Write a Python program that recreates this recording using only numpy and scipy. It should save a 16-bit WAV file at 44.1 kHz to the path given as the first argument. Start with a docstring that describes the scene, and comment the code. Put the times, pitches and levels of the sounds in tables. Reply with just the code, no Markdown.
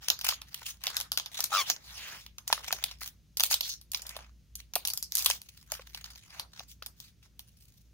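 """Foil wrapper, torn open and crumpled

Two hands work a small wrapper just under a two-port microphone in a quiet room.
Creases snap one by one and broad panels pop over the rustle of each stroke.
Once a finger sticks and slips along the film with a squeak; later, glued seams peel.
A wavering hum and a low rumble fill the room."""
import sys
import numpy as np
from scipy import signal
from scipy.fft import rfft, irfft
from scipy.io import wavfile
from scipy.ndimage import uniform_filter1d

SR = 44100
rng = np.random.default_rng(int(sys.argv[2]) if len(sys.argv) > 2 else 0)


def to_wav(sig):
    """Store sig (one row per channel, or 1-D mono) as 16-bit WAV at the path in sys.argv[1].

    Samples outside -1..1 are clipped; the rate is SR.
    """
    pcm = np.clip(np.atleast_2d(sig), -1, 1) * 32767
    pcm = np.round(pcm).astype(np.int16)
    wavfile.write(sys.argv[1], SR, pcm.T)  # frames by channels


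N = 349713
FRAME = 256  # samples per short-time spectrum


def amp(db):
    """Decibels to gain."""
    return 10 ** (np.asarray(db) / 20)


def unit(x):
    """Scales to rms 1."""
    return x / np.sqrt(np.mean(x ** 2) + 1e-20)


def on_log(points, hz):
    """Reads a (frequency, value) curve on a log axis."""
    f, value = np.transpose(points)
    return np.interp(np.log(hz + 1), np.log(f + 1), value)


def band(x, lo_hz, hi_hz):
    """Causal band-pass."""
    return signal.sosfilt(signal.butter(2, [lo_hz, hi_hz], "band", fs=SR, output="sos"), x)


def jitter(count, span):
    """Noise smoothed over `span` samples."""
    return uniform_filter1d(rng.standard_normal(count), size=span)


def ports(x, other, share, lag):
    """The right port hears the source `lag` samples late, with a share of `other` from its own path."""
    right = np.sqrt(1 - share ** 2) * x + share * other
    return np.array([x, np.roll(right, lag, axis=-1)])


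def patchy(x, depth_db=3.5):
    """Adds grit: random drifting patches of the spectrum rise and fall."""
    spectra = signal.stft(x, nperseg=FRAME)[2]
    patches = uniform_filter1d(rng.standard_normal(spectra.shape[1:]), size=5, axis=0)
    drift = unit(uniform_filter1d(patches, size=14, axis=1))
    return signal.istft(spectra * amp(depth_db * drift), nperseg=FRAME)[1][:, :N]


def room_tone(air_db=-63.5, hum_db=-61.5, hum_hz=57.96, half_width_hz=2):
    """Rumble and hiss, partly shared by the ports, and a wavering hum of narrow-band noise."""
    # colour of the room's air: f/Hz, relative level/dB
    air_colour = [(30, -20), (60, -4.5), (150, -8.5), (400, -31), (900, -46), (3000, -42.5), (16000, -44)]
    hz = np.fft.rfftfreq(N, 1 / SR)
    left, other = rfft(rng.standard_normal((2, N)))
    apart = on_log([(60, 0.84), (300, 0.21), (2000, 0.77)], hz)
    right = np.sqrt(1 - apart ** 2) * left + apart * other
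    wash = irfft(np.array([left, right]) * amp(on_log(air_colour, hz)), N)
    hum = irfft(rfft(rng.standard_normal(N)) / (1 + ((hz - hum_hz) / half_width_hz) ** 2), N)
    return amp(air_db) * unit(wash) + amp(hum_db) * unit(hum)


def rustle(knead_crackle=.76, slide_crackle=.33, crackles_per_s=250):
    """Each stroke swells and fades: smooth hiss of skin on film, with tiny crackles of uneven size."""
    # fingers kneading the film: t/s, length/s, level/dB, brightness/(dB per octave)
    kneads = [(0.215, 0.16, -35.5, 5.5), (0.418, 0.39, -57, 5), (0.778, 0.3, -50, 3.5),
              (1.287, 0.22, -44.5, 6), (2.417, 0.59, -52, 3.5), (2.98, 0.13, -43, 8),
              (3.377, 0.13, -33.5, 12), (3.907, 0.42, -58, 0.5), (4.572, 0.053, -53.5, 6.5),
              (5.379, .34, -60, 7), (7.33, .6, -65.5, 9.5), (5.669, 0.18, -51, 4.5),
              (5.764, 0.61, -58.5, 5.5), (6.51, 0.15, -53.5, 4)]
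    # fingers sliding over the film: t/s, length/s, level/dB, brightness/(dB per octave)
    slides = [(0.0, 0.096, -51.5, 4), (0.643, 0.088, -38.5, 9), (1.488, 0.17, -34.5, 4.5),
              (1.651, 0.088, -40, 4.5), (1.756, 0.56, -49.5, 5), (3.493, 0.064, -26.5, 9.5),
              (3.596, .18, -43, 8), (6.269, 0.19, -56, 3), (6.668, 0.084, -51, 10.5),
              (6.943, 0.19, -59.5, 8), (7.214, 0.068, -63.5, 3), (5.094, 0.31, -38, 8)]
    # colour of rubbed film: f/Hz, relative level/dB
    film = [(350, -16.5), (700, -5.5), (2000, -9), (4000, -11.5), (9000, -23)]
    sizes = amp(5.5 * np.minimum(rng.exponential(1, N), 3))
    impulses = sizes * (rng.random(N) < crackles_per_s / SR)
    crackle = unit(signal.oaconvolve(impulses, np.exp(-np.arange(300) / SR / 0.003))[:N])
    flutter = unit(band(rng.standard_normal(N), 18.7, 26))
    noise, out = rng.standard_normal((2, N)), np.zeros((2, N))
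    for strokes, share in ((kneads, knead_crackle), (slides, slide_crackle)):
        for start, length, db, tilt_db in strokes:
            at = slice(round(start * SR), round((start + length) * SR))
            count = at.stop - at.start
            grain = (1 - share + share * crackle[at]) * amp(5 * share * flutter[at])
            swell = signal.windows.tukey(count, .8) * grain
            hz = np.fft.rfftfreq(count, 1 / SR)
            colour = amp(on_log(film, hz) + tilt_db * np.log2(np.clip(hz, 500, 16000) / 4000))
            out[:, at] += amp(db) * irfft(rfft(noise[:, at] * swell) * unit(colour), count)
    return ports(*patchy(out), share=0.88, lag=5)


def panel_pops(roughness=.6, decay_cycles=2.16):
    """A panel flips and rings hollow for a few cycles, with a weaker overtone of uneven pitch."""
    # broad panels flipping: t/s, level/dB, f/Hz
    pops = [(0.083, -40, 890), (0.245, -36.5, 1120), (0.289, -31.5, 775), (0.324, -33, 1140),
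            (0.619, -42, 960), (0.874, -38, 744), (1.393, -37.5, 795), (2.501, -30.5, 846),
            (2.527, -18.5, 948), (2.578, -37, 1250), (2.707, -30.5, 1355), (2.728, -29, 748),
            (3.017, -37, 1310), (3.512, -34, 830), (4.165, -39.5, 615), (4.761, -24.5, 710),
            (5.301, -29, 950), (5.72, -33.5, 628), (5.794, -41.5, 523), (6.605, -43, 762),
            (6.823, -38, 1350)]
    out, t = np.zeros(N), np.arange(1024) / SR
    for start, db, hz in pops:
        ring = np.sin(2 * np.pi * hz * t) + .5 * np.sin(2 * np.pi * hz * rng.uniform(1.4, 2.1) * t)
        papery = 1 + roughness * unit(jitter(len(t), 12))
        envelope = (1 - np.exp(-t / 0.00022)) * np.exp(-t * hz / decay_cycles)
        out[round(start * SR):][:len(t)] += amp(db) * ring * papery * envelope
    thin = band(out, 400, 9000)  # a small panel radiates no bass
    return ports(thin, thin, share=0, lag=2)


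def crease_snaps(ring_hz=(2800, 7000), body_db=-13, spread_db=2.5):
    """Each crease buckles at its own spot, rings briefly at its own pitch, then sheds smaller ticks."""
    # creases buckling: t/s, crack level/dB, sizzle above the crack/dB
    snaps = [(0.084, -15.5, 2), (0.101, -12.5, 4.5), (0.19, -30, 1), (0.2119, -26, -0.5),
             (0.245, -34.5, 17), (0.2883, -14, 3.5), (0.416, -31, -0.5), (0.5436, -27, 6),
             (0.8373, -25, 0.5), (0.868, -19, 0.5), (0.9671, -15.5, -1.5), (1.001, -23, 3),
             (1.0105, -21, -1), (1.118, -18, 3.5), (1.1743, -13.5, 2), (1.1975, -23.5, -36),
             (1.2596, -30, -2), (1.4045, -20, 7.5), (1.4404, -18.5, 6), (1.6994, -12.5, 1),
             (1.763, -35.5, -13), (2.263, -36.5, -5), (2.3828, -29.5, -3.5), (2.4773, -25, 6.5),
             (2.527, -10.5, 0.5), (2.6636, -43, 2), (2.7262, -19.5, 7), (2.8391, -18.5, 4),
             (2.912, -33, -3), (3.3706, -27, 9), (3.397, -16, 2.5), (3.4047, -13.5, 2),
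             (3.4353, -13.5, 5.5), (3.528, -19, -25), (3.541, -16.5, 6.5), (3.6079, -22, 3.5),
             (3.813, -46.5, 5.5), (3.917, -42.5, 19), (3.934, -30.5, 3), (3.946, -19.5, -2),
             (3.9724, -34, 4), (4.0193, -48.5, 18.5), (4.066, -39.5, 12), (4.0921, -35.5, 5.5),
             (4.1649, -32, 1), (4.554, -40.5, 14), (4.7359, -30, 1), (4.7545, -19, 7), (4.851, -20.5, 1.5),
             (4.873, -28.5, 13), (4.883, -25, 2), (4.9014, -30.5, 12), (4.9352, -28, 12.5),
             (4.9743, -29, 11), (5.0263, -29, 11.5), (5.121, -30, 9), (5.1528, -23, 15),
             (5.1702, -27.5, 15), (5.18, -30, 14), (5.1844, -31, 14.5), (5.1925, -27.5, 12.5),
             (5.223, -30, 14), (5.246, -34, 14.5), (5.2602, -12.5, 3.5), (5.3001, -21, 11),
             (5.31, -19.5, -7), (5.416, -39.5, 6.5), (5.7191, -25.5, 9), (5.9463, -31, -1.5),
             (6.0418, -33.5, -3), (6.157, -38.5, -2), (6.396, -22, -2.5), (6.594, -29, -5.5),
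             (6.8245, -30, -4), (6.8617, -30.5, 3.5), (7.0013, -38, 4.5), (7.393, -36.5, 5)]
    out, t = np.zeros((2, N)), np.arange(1536) / SR
    attack = 1 - np.exp(-t / 0.00061)
    for start, crack_db, sizzle_db in snaps:
        noise = rng.standard_normal((2, len(t)))
        side, lag, pitch = rng.uniform(-1.1, 1, 3)
        ring = signal.iirpeak(np.interp(pitch, (-1, 1), ring_hz), Q=2.5, fs=SR)
        noise += .7 * signal.lfilter(*ring, noise)
        ticks = .4 * np.repeat(rng.random(32) ** 4, 48) * np.exp(-t / 0.01)
        small = np.clip((sizzle_db + 2.5) / 12, 0, 1)  # small creases: more sizzle, less body
        body = (body_db - 6.5 * small, 700, 2000, .002, .25)
        crack = (0, 2000 + 2200 * small, 8000, .0015, .7)
        sizzle = (sizzle_db, 7200, 15000, .0011, .8)
        burst = 0
        for db, lo_hz, hi_hz, decay_s, share in (body, crack, sizzle):
            layer = band(noise * attack * (np.exp(-t / decay_s) + ticks), lo_hz, hi_hz)
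            layer /= abs(layer[0]).max()
            burst += amp(crack_db + db) * ports(*layer, share, lag=round(5 + 3 * lag))
        pan_db = spread_db * side
        out[:, round(start * SR):][:, :len(t)] += burst * amp([[pan_db / 2], [-pan_db / 2]])
    return out


def finger_squeak(throb_hz=95, rasp=.2, catch_hz=818, catch_db=-34.5, catch_s=0.013):
    """A finger catches with a low chirp, then squeals: throbbing at first, brighter as the pitch sags."""
    # stick-slip on the film: t/s, f/Hz, level/dB, throb depth
    gesture = [(1.517, 1277, -34, 1.3), (1.55, 1304, -28, 1.9), (1.59, 1160, -31.5, 0.41),
               (1.621, 1062, -39, 0.033), (1.645, 1130, -87, 0.2)]
    # partials of the squeal: multiple of the pitch, relative level/dB
    partials = [(.5, -17), (1, -0.5), (2, -2.5), (3, 0), (4, -2.5), (5, -4.5)]
    times, *curves = np.transpose(gesture)
    t = np.arange(round(times[0] * SR), round(times[-1] * SR)) / SR
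    hz, db, depth = (np.interp(t, times, curve) for curve in curves)
    cycles = np.cumsum(hz * (1 + 0.26 * jitter(len(t), 50))) / SR
    tone = 0
    for order, partial_db in partials:
        rough = 1 + rasp * (order != 1) * (unit(jitter(len(t), 200)) - 1)
        dulling_db = 8 * depth * (order > 1)
        tone += amp(partial_db - dulling_db) * np.sin(2 * np.pi * order * cycles) * rough
    catch = amp(catch_db) * np.sin(2 * np.pi * catch_hz * t) * np.exp(-(t - t[0]) / catch_s)
    throb = np.exp(0.86 * depth * (np.cos(2 * np.pi * throb_hz * (t - 1.5505)) - .6))
    squeal = (tone * throb * amp(db) + catch) * signal.windows.tukey(len(t), .1)
    out = np.zeros(N)
    out[round(times[0] * SR):][:len(t)] = squeal
    return ports(out, out, share=0, lag=1) * amp([[1.5], [-1.5]])


def hand_hollow(start_s=1.93, length_s=.28, db=-53.5, glide_hz=(3240, 920), width_hz=1300):
    """The slowest slide hisses through the hollow of the hand, whose pitch sinks as the hand closes."""
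    count, out = round(length_s * SR), np.zeros((2, N))
    carrier = np.exp(2j * np.pi * np.cumsum(np.linspace(*glide_hz, count)) / SR)
    pole = np.exp(-np.pi * width_hz / SR)
    noise = rng.standard_normal((2, count))
    hiss = (carrier * signal.lfilter([1 - pole], [1, -pole], noise / carrier)).real
    out[:, round(start_s * SR):][:, :count] = amp(db) * unit(hiss) * signal.windows.tukey(count, .6)
    return ports(*out, share=0.49, lag=3)


def seam_peels(slip_hz=(3200, 7000), decay_s=.0011, spread_db=1.5):
    """Glue lets go in a slowing train of slips, each a bright puff, a little uneven in time and size."""
    # glued seams peeling: t/s, length/s, level/dB, first slip rate/Hz, last slip rate/Hz
    peels = [(3.622, 0.059, -46.5, 480, 140), (3.688, 0.059, -47, 330, 86)]
    out = np.zeros((2, N))
    for start, length, db, first, last in peels:
        count = round(length * SR)
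        rate = np.geomspace(first, last, count) * (1 + 0.044 * unit(jitter(count, 300)))
        slips = np.diff(np.floor(np.cumsum(rate) / SR), prepend=0)
        slips *= amp(spread_db * rng.standard_normal(count)) * signal.windows.tukey(count, .3)
        puff = rng.standard_normal((2, 256)) * np.exp(-np.arange(256) / (decay_s * SR))
        puffs = signal.fftconvolve(slips[None], puff, axes=1)[:, :count]
        rip = band(band(puffs, *slip_hz), *slip_hz) + 0.27 * band(puffs, 10000, 17000)
        out[:, round(start * SR):][:, :count] += amp(db) * unit(rip)
    return ports(*out, share=1, lag=4)


def room_tail(x):
    """Diffuse tail: noise, separate at each port, follows the sound's colour; the treble dies first."""
    # reverberation between the walls: f/Hz, t60/s
    walls = [(600, 0.3), (15000, 0.14)]
    hz, t, spectra = signal.stft(x.mean(0), SR, nperseg=FRAME, noverlap=192)
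    feedback = amp(-120 * t[1] / on_log(walls, hz))  # share of power left after each hop
    power = uniform_filter1d(abs(spectra) ** 2, size=5, axis=0)
    late = [signal.lfilter([0, 0, 0, 1 - r], [1, -r], row) for r, row in zip(feedback, power)]
    real, imag = rng.standard_normal((2, 2, *spectra.shape))
    tail = np.sqrt(np.abs(late)) * (real + 1j * imag)
    return signal.istft(tail, SR, nperseg=FRAME, noverlap=192)[1][:, :N]


def scene(crisp_send_db=-4.5, pitched_send_db=-14.5):
    """The close wrapper over room tone; its crisp sounds feed the tail more than its pitched ones."""
    crisp = crease_snaps() + rustle() + seam_peels() + hand_hollow()
    pitched = panel_pops() + finger_squeak()
    send = amp(crisp_send_db) * crisp + amp(pitched_send_db) * pitched
    return crisp + pitched + patchy(room_tail(send)) + room_tone()


def record(dry, edge_hz=16950):
    """Lifts the mids and presence and cuts off the top above 16 kHz."""
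    # overall tone colour: f/Hz, gain/dB
    tone_curve = [(300, 0), (600, 4), (3500, 7), (6800, 8), (7300, 0), (15700, 1), (16000, -16)]
    hz = np.linspace(0, SR / 2, 257)
    # minimum_phase takes the square root of the response, so the curve goes in squared
    colour = signal.minimum_phase(signal.firwin2(511, hz, amp(2 * on_log(tone_curve, hz)), fs=SR))
    coloured = signal.oaconvolve(dry, colour[None])[:, :N]
    low_pass = signal.firwin(511, edge_hz, window=("kaiser", 9), fs=SR)
    return signal.oaconvolve(coloured, low_pass[None], "same")


dry = scene()
out = record(dry)
to_wav(out)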